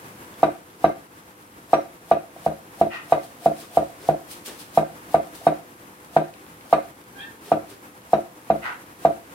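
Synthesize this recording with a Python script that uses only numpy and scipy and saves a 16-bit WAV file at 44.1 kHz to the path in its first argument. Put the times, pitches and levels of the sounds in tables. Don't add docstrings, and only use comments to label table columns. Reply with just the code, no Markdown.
import sys
import numpy as np
from scipy import signal
from scipy.fft import rfft, irfft, next_fast_len
from scipy.io import wavfile
from scipy.ndimage import uniform_filter1d

SR = 44100
rng = np.random.default_rng(int(sys.argv[2]) if len(sys.argv) > 2 else 0)


def wrap_up_sound(samples):
    columns = np.atleast_2d(samples).T
    tamed = np.clip(columns, -1, 1)
    steps = np.round(tamed * 32767).astype(np.int16)
    wavfile.write(sys.argv[1], SR, steps)


N = 411894
TIME = np.arange(N) / SR

# start_s, force_db, hardness_db, crunch_db
STROKES = [(0.43, 0.24, 5, -52.5), (0.842, -0.7, 4.5, -53), (1.7318, 0, 5, -51), (2.113, -0.5, 2.5, -52),
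           (2.3625, -32.5, 1, -67), (2.4627, -5.5, 0, -50), (2.8121, -2.2, 1, -49),
           (3.122, -0.4, 4.5, -48.5), (3.4593, -1.5, -1, -46), (3.7711, -1, 0, -46),
           (4.088, -1.5, -2, -48.5), (4.774, -0.2, 3, -50), (5.143, -0.8, 2, -47.5), (5.414, -34, -6, -76),
           (5.4673, -0.5, 3, -49.5), (6.1641, -0.5, 3.5, -50.5), (6.7273, 0, 5.5, -49),
           (7.517, -1.4, 2.5, -55), (8.1319, 0, 2, -52), (8.5009, -2, 0.5, -60), (9.0497, -1, 2, -51)]
# pitch_hz, level_db, t60_s, first_swing (+1 or -1)
BOARD_MODES = [(48, -45, 0.19, -1), (74.6, -41.5, 0.47, 1), (112, -43, 0.36, 1), (153.9, -28, 0.51, -1),
               (214.7, -28.5, 0.21, 1), (266, -32, 0.04, -1), (309.9, -23.5, 0.22, 1), (351, -19, 0.29, 1),
               (462, -6.5, 0.016, -1), (550, -26.5, 0.39, 1), (567, -48, 0.12, -1), (653.6, -2, 0.056, 1),
               (680.8, -18, 0.21, 1), (766, -5, 0.024, -1), (915, -16.5, 0.015, -1), (979, -29, 0.07, 1),
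               (1169, -28.5, 0.079, -1), (1267, -37, 0.058, 1), (1340, -52, 0.064, -1),
               (1516, -45, 0.046, 1)]
# pitch_hz, level_db, t60_s
BLADE_MODES = [(1580, -39, 0.091), (2097, -37.5, 0.069), (2347, -43, 0.06), (2436, -41, 0.083),
               (3810, -37.5, 0.046), (3960, -43, 0.057), (4260, -48, 0.061), (5746, -54, 0.11),
               (8440, -55, 0.087)]
# peak_s, level_db, rise_s, bump_db
SLICE_BRUSHES = [(3.235, -51, .01, -70), (3.61, -46, 0.029, -46), (4.03, -56, 0.047, -44),
                 (4.315, -40, .017, -66), (4.462, -36.5, .008, -36.5), (4.602, -43, 0.02, -58),
                 (4.75, -48, .008, -59), (5.352, -45, .009, -60), (7.465, -50.5, .027, -43.5),
                 (7.70, -48.5, .011, -45.5)]
# start_s, level_db, first_brightness_db, pressed_brightness_db
EDGE_SCRAPES = [(2.89, -34.3, 13, 7), (8.61, -29.5, 8, -13)]
# pitch_hz, width_hz, level_db
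DRAG_MODES = [(965, 380, -10), (1360, 720, 3.5), (1885, 390, 0.5), (2430, 650, -6)]
# pitch_multiple, level_db
SQUEAK_HARMONICS = [(1, -8.5), (2, 1.5), (3, -4), (4, -0.5), (5, -17)]
# start_s, level_db, pitch_hz
CLEAR_BUBBLES = [(0.341, -36.5, 1110), (1.19, -42, 1500), (6.339, -36.5, 2550), (6.465, -40, 1140),
                 (6.61, -41, 2200)]
# frequency_hz, level_db
CLACK_SPECTRUM = [(300, -28.5), (900, -8), (1350, 5.5), (1800, -5), (2500, -5.5), (3200, -15.5),
                  (4500, -22), (7000, -42), (16000, -42.5)]
CRUNCH_SPECTRUM = [(300, -21), (1200, -10), (3000, -1.5), (5000, -2.5), (7000, -6), (8800, -1),
                   (12000, -5.5), (16000, -7)]
BUMP_SPECTRUM = [(60, -18), (200, 1), (400, 12), (700, 0), (1500, -1.5), (4000, -9), (7000, -14.5),
                 (16000, -40)]
RASP_SPECTRUM = [(200, -8), (800, 3), (1800, -13), (2700, 0), (3300, 5), (4500, 0), (7000, -13.5),
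                 (16000, -24)]
SIMMER_SPECTRUM = [(15, -72), (25, -21), (70, -10), (96, -11), (141, -8), (269, -7.5), (291, -2.5),
                   (382, -9), (620, -13.5), (929, -10), (1360, -12), (1550, -13), (4330, -27.5),
                   (12100, -25), (15800, -32.5)]
# frequency_hz, correlation (-1 to 1)
HISS_LIKENESS = [(60, 0.86), (130, 0.98), (290, 0.94), (640, 0.5), (1410, -0.69), (3100, 0.35),
                 (6820, -0.3), (15000, 0.17)]
# pitch_hz, level_db
HUM_TONES = [(107.7, -67), (301.5, -71), (500.6, -60), (915.2, -79)]
# time_s, gain_db
BACKGROUND_SWELL = [(0, 4), (.4, 4), (.55, 0), (1.3, -1), (5.2, 2.5), (5.9, 0), (9.33, .8)]
# left_delay_ms, right_delay_ms, left_gain, right_gain
EARLY_ECHOES = [(1.098, 1.048, 0.48, 0.52), (1.97, 1.7, 0.26, 0.27), (3.82, 4.43, 0.26, 0.058),
                (3.84, 4.02, 0.1, 0.36), (10.17, 12, 0.25, 0.13), (14.64, 13, 0.13, 0.054),
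                (19.44, 19.37, 0.2, 0.29), (23.48, 23.6, 0.047, 0.099), (28.78, 26, 0.13, 0.074),
                (38.6, 50, 0.22, 0.045), (49.25, 48.94, 0.14, 0.16), (52.6, 53.0, 0.028, 0.037),
                (56.25, 55.94, 0.23, 0.21)]
# frequency_hz, t60_s
ROOM_DECAY = [(100, 0.17), (300, 0.46), (700, 0.3), (2000, 0.35), (6000, 0.3), (15000, 0.093)]
# frequency_hz, left_minus_right_db
MIC_BALANCE = [(100, 0), (2500, 0.7), (4500, -0.8), (8500, 2.5), (15000, 4.5)]


def board_knocks(bright_hz=740, heavy_hz=260, spot_db=2.5, detune=0.0051, damping_db=8, press_s=0.09):
    out, t = np.zeros((2, N)), np.arange(SR // 2) / SR
    hz, db, t60, swing = np.transpose(BOARD_MODES)[:, :, None]
    octaves_above = np.maximum(np.log2(hz / bright_hz), 0)
    octaves_below = np.maximum(np.log2(heavy_hz / hz), 0)
    pressed = gain_of(-damping_db * (t / press_s) ** 2)
    for start_s, force_db, hardness_db, _ in STROKES:
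        weight_db = min(-4.7 - 1.6 * force_db, 3.5)
        spot, shift = rng.standard_normal((2, len(BOARD_MODES), 1))
        tilt_db = 3.26 * hardness_db * octaves_above + 0.72 * weight_db * octaves_below
        mode_db = db + tilt_db + spot_db * spot * (t60 > .07)
        waves = np.sign(swing) * np.sin(2 * np.pi * hz * (1 + detune * shift) * t)
        knock = pressed * (gain_of(mode_db - 60 * t / t60) * waves).sum(0)
        add(out, start_s, gain_of(force_db) * with_echoes(knock))
    return out


def blade_clacks(clack_db=-26, clack_t60_s=0.09, ring_db=-0.5, spot_db=2.5, rise_s=0.0051):
    out, t = np.zeros((2, N)), np.arange(SR // 4) / SR
    attack = 1 - np.exp(-(t / rise_s) ** 2)
    for start_s, force_db, hardness_db, _ in STROKES:
        clack = coloured(grains(len(t), per_s=9000, spread_db=0.88), CLACK_SPECTRUM)
        clack *= gain_of(clack_db + hardness_db - 60 * t / clack_t60_s)
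        ring = sum(gain_of(db - spot_db * rng.standard_normal() - 60 * t / t60) * stereo_sine(hz * t)
                   for hz, db, t60 in BLADE_MODES)
        ring *= gain_of(ring_db + 1.8 * hardness_db)
        add(out, start_s, gain_of(force_db) * attack * (clack + ring))
    return out


def flesh_crunch(cut_db=6, lift_db=-7.5, brush_db=3, lead_s=0.0027, lift_after_s=.12, fall_s=0.037):
    cutting = sum(burst(s - lead_s, cut_db + db, rise_s=0.031, fall_s=0.02) for s, _, _, db in STROKES)
    lifting = sum(burst(s + lift_after_s, lift_db + db, .03, fall_s) for s, _, _, db in STROKES)
    brushing = sum(burst(s, brush_db + db, rise_s, fall_s) for s, db, rise_s, _ in SLICE_BRUSHES)
    bumping = sum(burst(s + fall_s / 2, db, rise_s, fall_s) for s, _, rise_s, db in SLICE_BRUSHES)
    crunch = coloured(grains(N, per_s=7000, spread_db=-0.5), CRUNCH_SPECTRUM)
    faint_hum = unit_rms(resonate(rng.standard_normal(N), hz=690, width_hz=130))
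    bump = coloured(rng.standard_normal(N), BUMP_SPECTRUM)
    return cutting * (crunch + faint_hum) + (lifting + brushing) * crunch + bumping * bump


def edge_scrapes(gain_db=2.0, length_s=.195, bear_down_s=.09, rasp_db=-6.5, judder_db=0.5, pivot_hz=1800):
    out, t = np.zeros((2, N)), np.arange(0, length_s, 1 / SR)
    pressure = drag_pressure(t, skew=0.61, sharpness=3)
    for start_s, level_db, first_db, pressed_db in EDGE_SCRAPES:
        slips = friction(len(t)) * gain_of(judder_db * waver(len(t), 0.0038))
        bright_db = np.interp(t, [0, bear_down_s], [first_db, pressed_db])
        parts = [(gain_of(rasp_db + .1 * bright_db) * pressure, coloured(slips, RASP_SPECTRUM))]
        for hz, width_hz, mode_db in DRAG_MODES:
            ring = unit_rms(resonate(resonate(slips, hz, width_hz), hz, width_hz))
            parts.append((gain_of(mode_db + bright_db * np.log2(hz / pivot_hz)), ring))
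        power = sum(gain ** 2 for gain, _ in parts)
        scrape = sum(gain * sound for gain, sound in parts) / np.sqrt(power)
        add(out, start_s, gain_of(gain_db + level_db) * pressure * scrape)
    return out


def blade_squeak(start_s=7.15, length_s=.195, level_db=-39.5, from_hz=800, to_hz=903, slide_s=.009):
    out, t = np.zeros((2, N)), np.arange(0, length_s, 1 / SR)
    pressure = drag_pressure(t, skew=.66, sharpness=1.3)
    tone = np.zeros((2, len(t)))
    for slide_at_s in (.064, .112):
        hz = from_hz + (to_hz - from_hz) * (1 + np.tanh((t - slide_at_s) / slide_s)) / 2
        jitter = 0.02 * pressure * waver(len(t), .0012)
        cycles = np.cumsum(hz * (1 + jitter)) / SR
        for multiple, db in SQUEAK_HARMONICS:
            shrillness = pressure ** (4.5 * np.log2(max(multiple / 2, 1)))
            flutter_db = 3.5 * waver(len(t), 0.0065)
            tone += gain_of(db + flutter_db) * shrillness * stereo_sine(multiple * cycles)
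    rasp = gain_of(-18) * coloured(friction(len(t)), RASP_SPECTRUM)
    add(out, start_s, gain_of(level_db) * pressure * (unit_rms(tone) + rasp))
    return out


def pan_bubbles(t60_s=0.011, snap_db=-4, tiny_db=-55, tiny_count=110):
    out, t = np.zeros((2, N)), np.arange(SR // 20) / SR
    tiny = [(when * N / SR, tiny_db + 10 * size, 900 * 3 ** pitch)
            for when, size, pitch in rng.random((tiny_count, 3))]
    for start_s, level_db, hz in CLEAR_BUBBLES + tiny:
        ring = stereo_sine(hz * t)
        snap = gain_of(snap_db) * coloured(rng.standard_normal((2, len(t))), RASP_SPECTRUM)
        add(out, start_s, gain_of(level_db - 60 * t / t60_s) * (ring + snap))
    return out


def stove_simmer(hiss_db=-46.8, flicker_db=1.34, fizz_db=-63):
    left, unrelated = rfft(rng.standard_normal((2, N)))
    likeness = np.clip(at_hz(HISS_LIKENESS, np.fft.rfftfreq(N, 1 / SR)), -1, 1)
    right = likeness * left + np.sqrt(1 - likeness ** 2) * unrelated
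    hiss = coloured(irfft(np.array([left, right]), N), SIMMER_SPECTRUM)
    hiss *= gain_of(hiss_db + flicker_db * waver(N, 0.035))
    fizz = coloured(grains(N, per_s=540, spread_db=3.0), CRUNCH_SPECTRUM)
    return hiss + gain_of(fizz_db) * fizz


def appliance_hum(gain_db=-2, wander_hz=1.47):
    hum = np.zeros(N)
    for hz, level_db in HUM_TONES:
        cycles = np.cumsum(hz + wander_hz * waver(N, 0.094)) / SR
        hum += gain_of(gain_db + level_db) * np.sqrt(2) * np.sin(2 * np.pi * cycles)
    return hum


def with_echoes(knock):
    size = 2 * len(knock)
    phase_per_ms = -2j * np.pi * np.fft.rfftfreq(size, 1 / SR) / 1000
    echoes = sum(np.array([left * np.exp(phase_per_ms * left_ms), right * np.exp(phase_per_ms * right_ms)])
                 for left_ms, right_ms, left, right in EARLY_ECHOES)
    return irfft(rfft(knock, size) * (1 + echoes), size)


def room_tail(x, onset_s):
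    taps = rng.choice([-1., 1.], (2, SR // 2)) * (rng.random((2, SR // 2)) < .1)
    hz, t, bands = signal.stft(taps, SR, nperseg=256)
    decay = gain_of(-60 * t / at_hz(ROOM_DECAY, hz)[:, None])
    tail = signal.istft(bands * decay * (1 - np.exp(-t / onset_s)), SR, nperseg=256)[1]
    return signal.fftconvolve(x, tail / np.linalg.norm(tail[0]), axes=1)[:, :N]


def friction(length):
    return grains(length, per_s=3500, spread_db=2.2)


def drag_pressure(t, skew, sharpness):
    return np.maximum(np.sin(np.pi * (t / t[-1]) ** skew), 1e-3) ** sharpness


def burst(peak_s, level_db, rise_s, fall_s):
    fade = np.maximum((peak_s - TIME) / rise_s, (TIME - peak_s) / fall_s)
    return gain_of(level_db) * np.exp(-np.minimum(fade, 30))


def grains(length, per_s, spread_db):
    size = gain_of(spread_db * np.minimum(rng.exponential(1, (2, length)), 4))
    return rng.standard_normal((2, length)) * size * (rng.random((2, length)) < per_s / SR)


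def stereo_sine(cycles):
    return np.sin(2 * np.pi * (cycles + rng.random((2, 1))))


def waver(length, smooth_s):
    width = max(int(smooth_s * SR), 2)
    return unit_rms(uniform_filter1d(uniform_filter1d(rng.standard_normal(length), width), width))


def resonate(x, hz, width_hz):
    carrier = np.exp(2j * np.pi * hz * np.arange(x.shape[-1]) / SR)
    pole = np.exp(-np.pi * width_hz / SR)
    return 2 * (carrier * signal.lfilter([1 - pole], [1, -pole], x / carrier)).real


def coloured(x, spectrum):
    length = x.shape[-1]
    size = next_fast_len(length)
    gains = gain_of(at_hz(spectrum, np.fft.rfftfreq(size, 1 / SR)))
    return unit_rms(irfft(rfft(x, size) * gains, size)[..., :length])


def at_hz(table, hz):
    table_hz, values = np.transpose(table)
    return np.interp(np.log(hz + 1), np.log(table_hz + 1), values)


def gain_of(db):
    return 10 ** (np.asarray(db) / 20)


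def unit_rms(x):
    return x / np.sqrt(np.mean(x ** 2) + 1e-20)


def add(mix, start_s, sound):
    part = mix[:, max(round(start_s * SR), 0):][:, :sound.shape[1]]
    part += sound[:, :part.shape[1]]


def scene(board_room_db=-22, knife_room_db=-9, pan_room_db=-4):
    knocks = board_knocks()
    knife = blade_clacks() + flesh_crunch() + edge_scrapes() + blade_squeak()
    pan = pan_bubbles()
    room = gain_of(board_room_db) * room_tail(knocks, onset_s=0.048)
    room += room_tail(gain_of(knife_room_db) * knife + gain_of(pan_room_db) * pan, onset_s=0.0044)
    swell = gain_of(np.interp(TIME, *np.transpose(BACKGROUND_SWELL)))
    return knocks + knife + pan + room + swell * (stove_simmer() + appliance_hum())


def record(dry, low_cut_hz=55, knee=.85, top_hz=15950):
    lean_db = at_hz(MIC_BALANCE, np.fft.rfftfreq(N, 1 / SR)) / 2
    sides = irfft(rfft(dry) * gain_of([lean_db, -lean_db]), N)
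    sides = signal.sosfilt(signal.butter(2, low_cut_hz, "highpass", fs=SR, output="sos"), sides)
    below_knee = np.clip(sides, -knee, knee)
    rounded = below_knee + (1 - knee) * np.tanh((sides - below_knee) / (1 - knee))
    lowpass = signal.firwin(511, top_hz, window=("kaiser", 9), fs=SR)
    return signal.oaconvolve(rounded, lowpass[None], "same")


dry = scene()
out = record(dry)
wrap_up_sound(out)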